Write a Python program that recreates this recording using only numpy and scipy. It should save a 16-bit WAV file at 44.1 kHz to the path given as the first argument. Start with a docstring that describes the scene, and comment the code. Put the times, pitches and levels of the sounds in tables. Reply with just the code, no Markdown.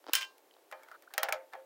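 """Chuck key in a drill press

A steel chuck key clinks twice and scrapes as it is picked up, ringing freely. It seats in the chuck with a
knock, its shaft rubbing and squeaking in the hole. Then its teeth click in a quick run that sets chuck and
spindle ringing and the housing humming. Faint handling ticks and steady workshop air lie underneath."""
import sys
import numpy as np
from scipy import signal
from scipy.io import wavfile

SR = 44100
rng = np.random.default_rng(int(sys.argv[2]) if len(sys.argv) > 2 else 0)


def transcribe(u):
    """Save the signal u as a 16-bit wav file named by the first command-line argument.

    u: samples, shape (n,) or (channels, n), limited to [-1, 1]; the rate is SR.
    q: integer samples, one column per channel.
    """
    v = np.clip(np.atleast_2d(u).T, -1, 1)
    q = np.round(v * 32767).astype(np.int16)
    wavfile.write(sys.argv[1], SR, q)


N = 72765
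TIME = np.arange(N) / SR


def from_db(db):
    """Decibels to gain."""
    return 10 ** (np.asarray(db) / 20)


def at_hz(colour, hz):
    """Every column of a spectrum table, read at one frequency."""
    freqs, *columns = np.transpose(colour)
    return [np.interp(np.log(hz), np.log(freqs), column) for column in columns]


def bands():
    """Centre and band-pass of each third-octave band."""
    edges_hz = np.geomspace(30, 17500, 29)
    return [(np.sqrt(low * high), signal.butter(2, [low, high], "band", fs=SR, output="sos"))
            for low, high in zip(edges_hz, edges_hz[1:])]


def soften(x, hz):
    """Two-pole low-pass: rounds off fast movement."""
    pole = np.exp(-2 * np.pi * hz / SR)
    return signal.lfilter([(1 - pole) ** 2], [1, -2 * pole, pole * pole], x)


def radiated(x, corner_hz):
    """Small parts give off little sound below a corner frequency."""
    return signal.sosfilt(signal.butter(4, corner_hz, "high", fs=SR, output="sos"), x)


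def impulses(start_s, level_db, sign=1):
    """One impulse per contact."""
    force = np.zeros(N)
    np.add.at(force, np.clip((start_s * SR).astype(int), 0, N - 1), sign * from_db(level_db))
    return force + 1e-18


def loss(t60_s):
    """Gain per sample of a decay."""
    return np.exp(-np.log(1000) / (t60_s * SR))


def ring(force, hz, t60_s):
    """One mode: each impulse starts a decaying sine."""
    decay, angle = loss(t60_s), 2 * np.pi * hz / SR
    return signal.lfilter([0, np.sin(angle)], [1, -2 * decay * np.cos(angle), decay * decay], force)


def struck(start_s, level_db, modes):
    """Each blow lands on another spot, so it excites every mode with a strength and sign of its own."""
    draws = rng.standard_normal((len(start_s), 2, len(modes)))
    spread_db, sign = 5.5 * draws[:, 0], np.sign(draws[:, 1])
    return sum(ring(impulses(start_s, level_db + mode_db + spread_db[:, k], sign[:, k]), hz, t60_s)
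               for k, (hz, mode_db, t60_s) in enumerate(modes))


def cracks(start_s, level_db, treble_db, colour, crack_t60_s, treble_hz=3250):
    """Dense modes of a blow: a fast crack and a tail, body and room together, that dies band by band."""
    out, white = 0, rng.choice([-1., 1.], (2, N))
    for k, (hz, bandpass) in enumerate(bands()):
        crack_db, tail_db, tail_t60_s = at_hz(colour, hz)
        shelf_db = treble_db * hz ** 2 / (hz ** 2 + treble_hz ** 2)
        energy = impulses(start_s, 2 * (level_db + shelf_db))   # twice the dB squares the gain
        power = sum(from_db(db) ** 2 * signal.lfilter([1], [1, -loss(t60_s) ** 2], energy)
                    for db, t60_s in ((crack_db, crack_t60_s), (tail_db, tail_t60_s)))
        out += signal.sosfilt(bandpass, np.sqrt(power) * white[k % 2])
    return out


def coloured(gate, colour):
    """Noise under a gate, shaped band by band."""
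    white = rng.standard_normal((2, N)) * gate + 1e-18
    return sum(from_db(at_hz(colour, hz)[0]) * signal.sosfilt(bandpass, white[k % 2])
               for k, (hz, bandpass) in enumerate(bands()))


def friction(strokes, grains_per_s, fade_s):
    """Random tiny contacts while a surface slides."""
    pressure = 0
    for start_s, length_s, level_db in strokes:
        inside_s = np.minimum(TIME - start_s, start_s + length_s + fade_s - TIME)
        pressure += from_db(level_db) * np.clip(inside_s / fade_s, 0, 1)
    grains = (rng.random(N) < grains_per_s / SR) * rng.choice([-1, 1], N)
    return pressure * grains * np.sqrt(SR / grains_per_s) + 1e-18


def room_air():
    """A steady bed of workshop air, fullest in the low mids."""
    # room tone: freq_hz, level_db
    air_colour = [(30, -33), (70, -28), (130, -5), (190, 4), (240, -9.5), (320, 0.5), (520, 2.5),
                  (780, -0.5), (1100, -8), (2000, -11.5), (4000, -16), (8000, -19), (15500, -17.5)]
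    return coloured(from_db(-53), air_colour)


def handling():
    """The hand makes soft ticks, a brush and one dull stick-slip creak."""
    # light touches: start_s, level_db
    ticks = [(0.042, -53), (0.06, -66), (0.0668, -44), (0.0767, -47.5), (0.0818, -48.5), (0.0845, -43),
             (0.095, -46), (0.511, -58), (0.5394, -54.5), (0.55, -67), (0.5666, -60.5), (0.5858, -57.5)]
    # their short ring: pitch_hz, level_db, t60_s
    tick_modes = [(560, 5.5, 0.003), (900, 2.5, .008), (1350, -2, .007), (3100, -7.5, 0.0087),
                  (3800, -7, 0.0071), (4800, -3.5, 0.005)]
    # the hand brushes along: start_s, length_s, level_db
    brushes = [(0.084, 0.015, -42.5), (0.1, 0.046, -49)]
    # tone of the brush: freq_hz, level_db
    brush_colour = [(100, -20), (400, -1.5), (1300, 3.5), (2200, -1.5), (4800, -6.5), (6500, -21.5),
                    (15000, -34)]
    # body of the creak: pitch_hz, level_db, t60_s
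    slip_modes = [(350, 2, 0.01), (558, 10, 0.011), (1210, -1, 0.018)]
    slip, slips_per_s = np.arange(4), 339
    slips = impulses(start_s=0.0882 + slip / slips_per_s, level_db=-42.5 - 4 * slip)
    creak = sum(from_db(db) * ring(slips, hz, t60_s) for hz, db, t60_s in slip_modes)
    brush = coloured(friction(brushes, grains_per_s=2000, fade_s=.004), brush_colour)
    ticking = struck(*np.transpose(ticks), tick_modes)
    return radiated(ticking + creak, corner_hz=152) + brush


def housing(pitch_hz=530, rise_s=.026):
    """One low mode of the press housing swells after a heavy blow and dies away."""
    # hums after the blows: start_s, level_db
    hums = [(0.724, -54), (1.2303, -48), (1.335, -42.5), (1.557, -48.5)]
    out = 0
    for start_s, level_db in hums:
        age_s = np.maximum(TIME - start_s, 0)
        swell = age_s / rise_s * np.exp(1 - age_s / rise_s)
        out += from_db(level_db) * swell * np.sin(2 * np.pi * pitch_hz * age_s)
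    return out


def shaft(waver_depth_hz=106.5):
    """The key shaft rubs in its hole and now and then catches in a wavering squeak."""
    # rubbing strokes: start_s, length_s, level_db
    rubs = [(0.74, 0.16, -48.5), (0.902, 0.058, -44.5), (0.939, 0.0067, -53), (1.03, 0.0091, -47),
            (1.1, 0.035, -49), (1.223, 0.011, -25.5), (1.52, 0.018, -40.5), (1.59, 0.02, -56)]
    # tone of the rub: freq_hz, level_db
    rub_colour = [(300, -17), (900, -6.5), (1400, -2), (1750, 0), (2300, -42), (3800, -16.5), (6000, -38),
                  (15000, -28)]
    # the shaft catches: start_s, length_s, pitch_hz, level_db
    squeaks = [(0.913, 0.018, 1430, -47), (0.929, 0.039, 1380, -49.5), (1.0743, 0.0077, 1442, -47)]
    out = coloured(friction(rubs, grains_per_s=3000, fade_s=.004), rub_colour)
    waver = soften(rng.standard_normal(N), hz=210)
    waver_hz = waver_depth_hz * waver / waver.std()
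    for start_s, length_s, pitch_hz, level_db in squeaks:
        swell = np.sin(np.pi * np.clip((TIME - start_s) / length_s, 0, 1))
        phase = 2 * np.pi * np.cumsum(pitch_hz + waver_hz) / SR
        out += from_db(level_db) * swell * np.sin(phase)
    return out


def tooth_tips():
    """Two hard contacts add the thin, very high ping of a tooth tip."""
    # tip contacts: start_s, level_db
    pings = [(0.1335, -21), (1.233, -27.5)]
    # ring of a tip: pitch_hz, level_db, t60_s
    tip_modes = [(9950, -6, .018), (14800, -4, .014), (15330, 0, .02), (15620, -2, .016)]
    return struck(*np.transpose(pings), tip_modes)


def key():
    """The loose key clinks and scrapes; both set its steel ringing freely."""
    # the key strikes metal: start_s, level_db, treble_db, ring_db
    clinks = [(0.1337, -8.5, 2.5, -42.5), (0.1521, -14, 8.5, -37.5)]
    # dense short ring of a clink: freq_hz, crack_db, tail_db, tail_t60_s
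    clink_colour = [(61.1, -26.5, -61, .08), (139.8, -14, -46.5, 0.097), (237, -22, -48.5, 0.18),
                    (506, -19.5, -30.5, 0.26), (855, -21, -33, 0.75), (1250, -6.5, -15.5, 0.19),
                    (2780, -3, -14, 0.073), (4170, -6.5, -22, 0.3), (7800, -10, -27, 0.22),
                    (13000, -29, -19.5, 0.036), (15440, -9, -33, 0.069)]
    # the key slides as it is lifted: start_s, length_s, level_db
    scrapes = [(0.127, 0.0018, -41), (0.16, 0.025, -33), (0.204, 0.0258, -34.5), (0.236, 0.012, -44)]
    # tone of the scrape: freq_hz, level_db
    scrape_colour = [(50, -75), (250, -54.5), (700, -30), (1100, -4.5), (2800, 6), (4300, -8.5), (5500, -3),
                     (9000, -16.5), (13000, -14), (15500, -26)]
    # free ring of the key: pitch_hz, level_db, t60_s
    key_modes = [(1048, -1, .24), (1583, 1, .24), (1790, -11, .11), (2038, -4, .12), (2402, -6, .19),
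                 (2713, -4, .16), (2752, -1, .18), (2889, -4, .14), (3090, 7, .105), (3381, -4, .16),
                 (3526, -7, .18), (4301, -16, .15), (5032, -6, .12), (5170, -8, .14), (5502, -4, .1),
                 (6562, -6, .11), (7950, -8, .09), (8300, -15, .14), (10972, -14, .12), (11660, -12, .09),
                 (15490, 5, .05)]
    start_s, level_db, treble_db, ring_db = np.transpose(clinks)
    grains = friction(scrapes, grains_per_s=2500, fade_s=.005)
    scrape_ring = sum(from_db(db - 39) * ring(grains, hz, t60_s) for hz, db, t60_s in key_modes)
    scrape_ring = soften(scrape_ring, hz=8100)   # a gentle contact has less treble
    clink_ring = struck(start_s, ring_db, key_modes)
    impacts = cracks(start_s, level_db, treble_db, clink_colour, crack_t60_s=.015)
    return impacts + radiated(clink_ring + scrape_ring, corner_hz=920) + coloured(grains, scrape_colour)


def chuck():
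    """Each tooth of the key bites at a pitch of its own and sets the chuck ringing low."""
    # teeth meet the chuck: start_s, level_db, treble_db, ring_db, bite_hz, bite_db
    clicks = [(0.3807, -55.5, 12, -98, 4000, -97), (0.7135, -44.5, 8, -69, 1400, -42.5),
              (0.7243, -26, -16, -52.5, 2230, -52), (0.8325, -59.5, 21, -69.5, 3470, -60.5),
              (0.8855, -38, -11.5, -91, 1410, -46.5), (0.9145, -46.5, 2, -68, 1460, -40),
              (1.0224, -49.5, 8.5, -77, 1930, -67), (1.1377, -30, 5, -61, 3920, -40),
              (1.1791, -16.5, 5, -41.5, 1860, -20), (1.2311, -12.5, -0.5, -44.5, 1395, -21),
              (1.2856, -9.5, -27, -46, 1880, -60), (1.2897, -40.5, 16.5, -106, 1330, -31),
              (1.3242, -15, 0, -42, 2330, -20), (1.5342, -21.5, -23.5, -54, 1770, -37),
              (1.552, -46, -10, -62, 750, -33.5)]
    # dense short ring of a click: freq_hz, crack_db, tail_db, tail_t60_s
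    click_colour = [(50, -21, -56, .1), (134, -7.5, -44, 0.067), (229, -35, -42, 0.16),
                    (327, -49, -39.5, 0.31), (463, -31, -20, 0.27), (670, -23, -7.5, 0.31),
                    (890, -5.5, -16, 0.21), (1360, -5.5, -8.5, 0.17), (1950, 2, -17.5, 0.27),
                    (2970, -4, -18.5, 0.12), (5300, -8.5, -19, 0.094), (9400, -11.5, -45.5, 0.18),
                    (13500, -10.5, -28, 0.083), (15500, -11.5, -40, 0.014)]
    # ring of chuck and spindle: pitch_hz, level_db, t60_s
    chuck_modes = [(533, -5, .18), (618, 5, .2), (655, 0, .11), (745, -3, .11), (805, 8, .14),
                   (891, -1, .33), (1045, -9, .12), (1242, -6, .2), (1310, -5, .14), (1480, -4, .1),
                   (1685, -2, .15), (1850, 5, .075), (2040, 0, .06), (2220, -1, .07), (2387, -6, .2),
                   (3052, -11, .18), (3241, -13, .2)]
    start_s, level_db, treble_db, ring_db, bite_hz, bite_db = np.transpose(clicks)
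    bites = sum(ring(impulses(np.array([at_s]), db), hz, t60_s=.016)
                for at_s, hz, db in zip(start_s, bite_hz, bite_db))
    impacts = cracks(start_s, level_db, treble_db, click_colour, crack_t60_s=.018)
    ringing = struck(start_s, ring_db, chuck_modes)
    return impacts + radiated(bites + ringing, corner_hz=486)


def scene():
    """Key, press, hand and room, mixed to mono."""
    return (key() + chuck() + housing() + tooth_tips() + shaft() + handling() + room_air())[None]


def record(dry):
    """The bass is shelved down and the very top is cut steeply."""
    low_cut_hz, bass_leak_db, high_cut_hz = 284, -15.5, 16100
    thin = signal.sosfilt(signal.butter(6, low_cut_hz, "high", fs=SR, output="sos"), dry)
    bass = signal.sosfilt(signal.butter(2, low_cut_hz / 2, fs=SR, output="sos"), dry)
    high_cut = signal.ellip(8, .3, 70, high_cut_hz, fs=SR, output="sos")
    return signal.sosfilt(high_cut, thin + from_db(bass_leak_db) * bass)


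dry = scene()
out = record(dry)
transcribe(out)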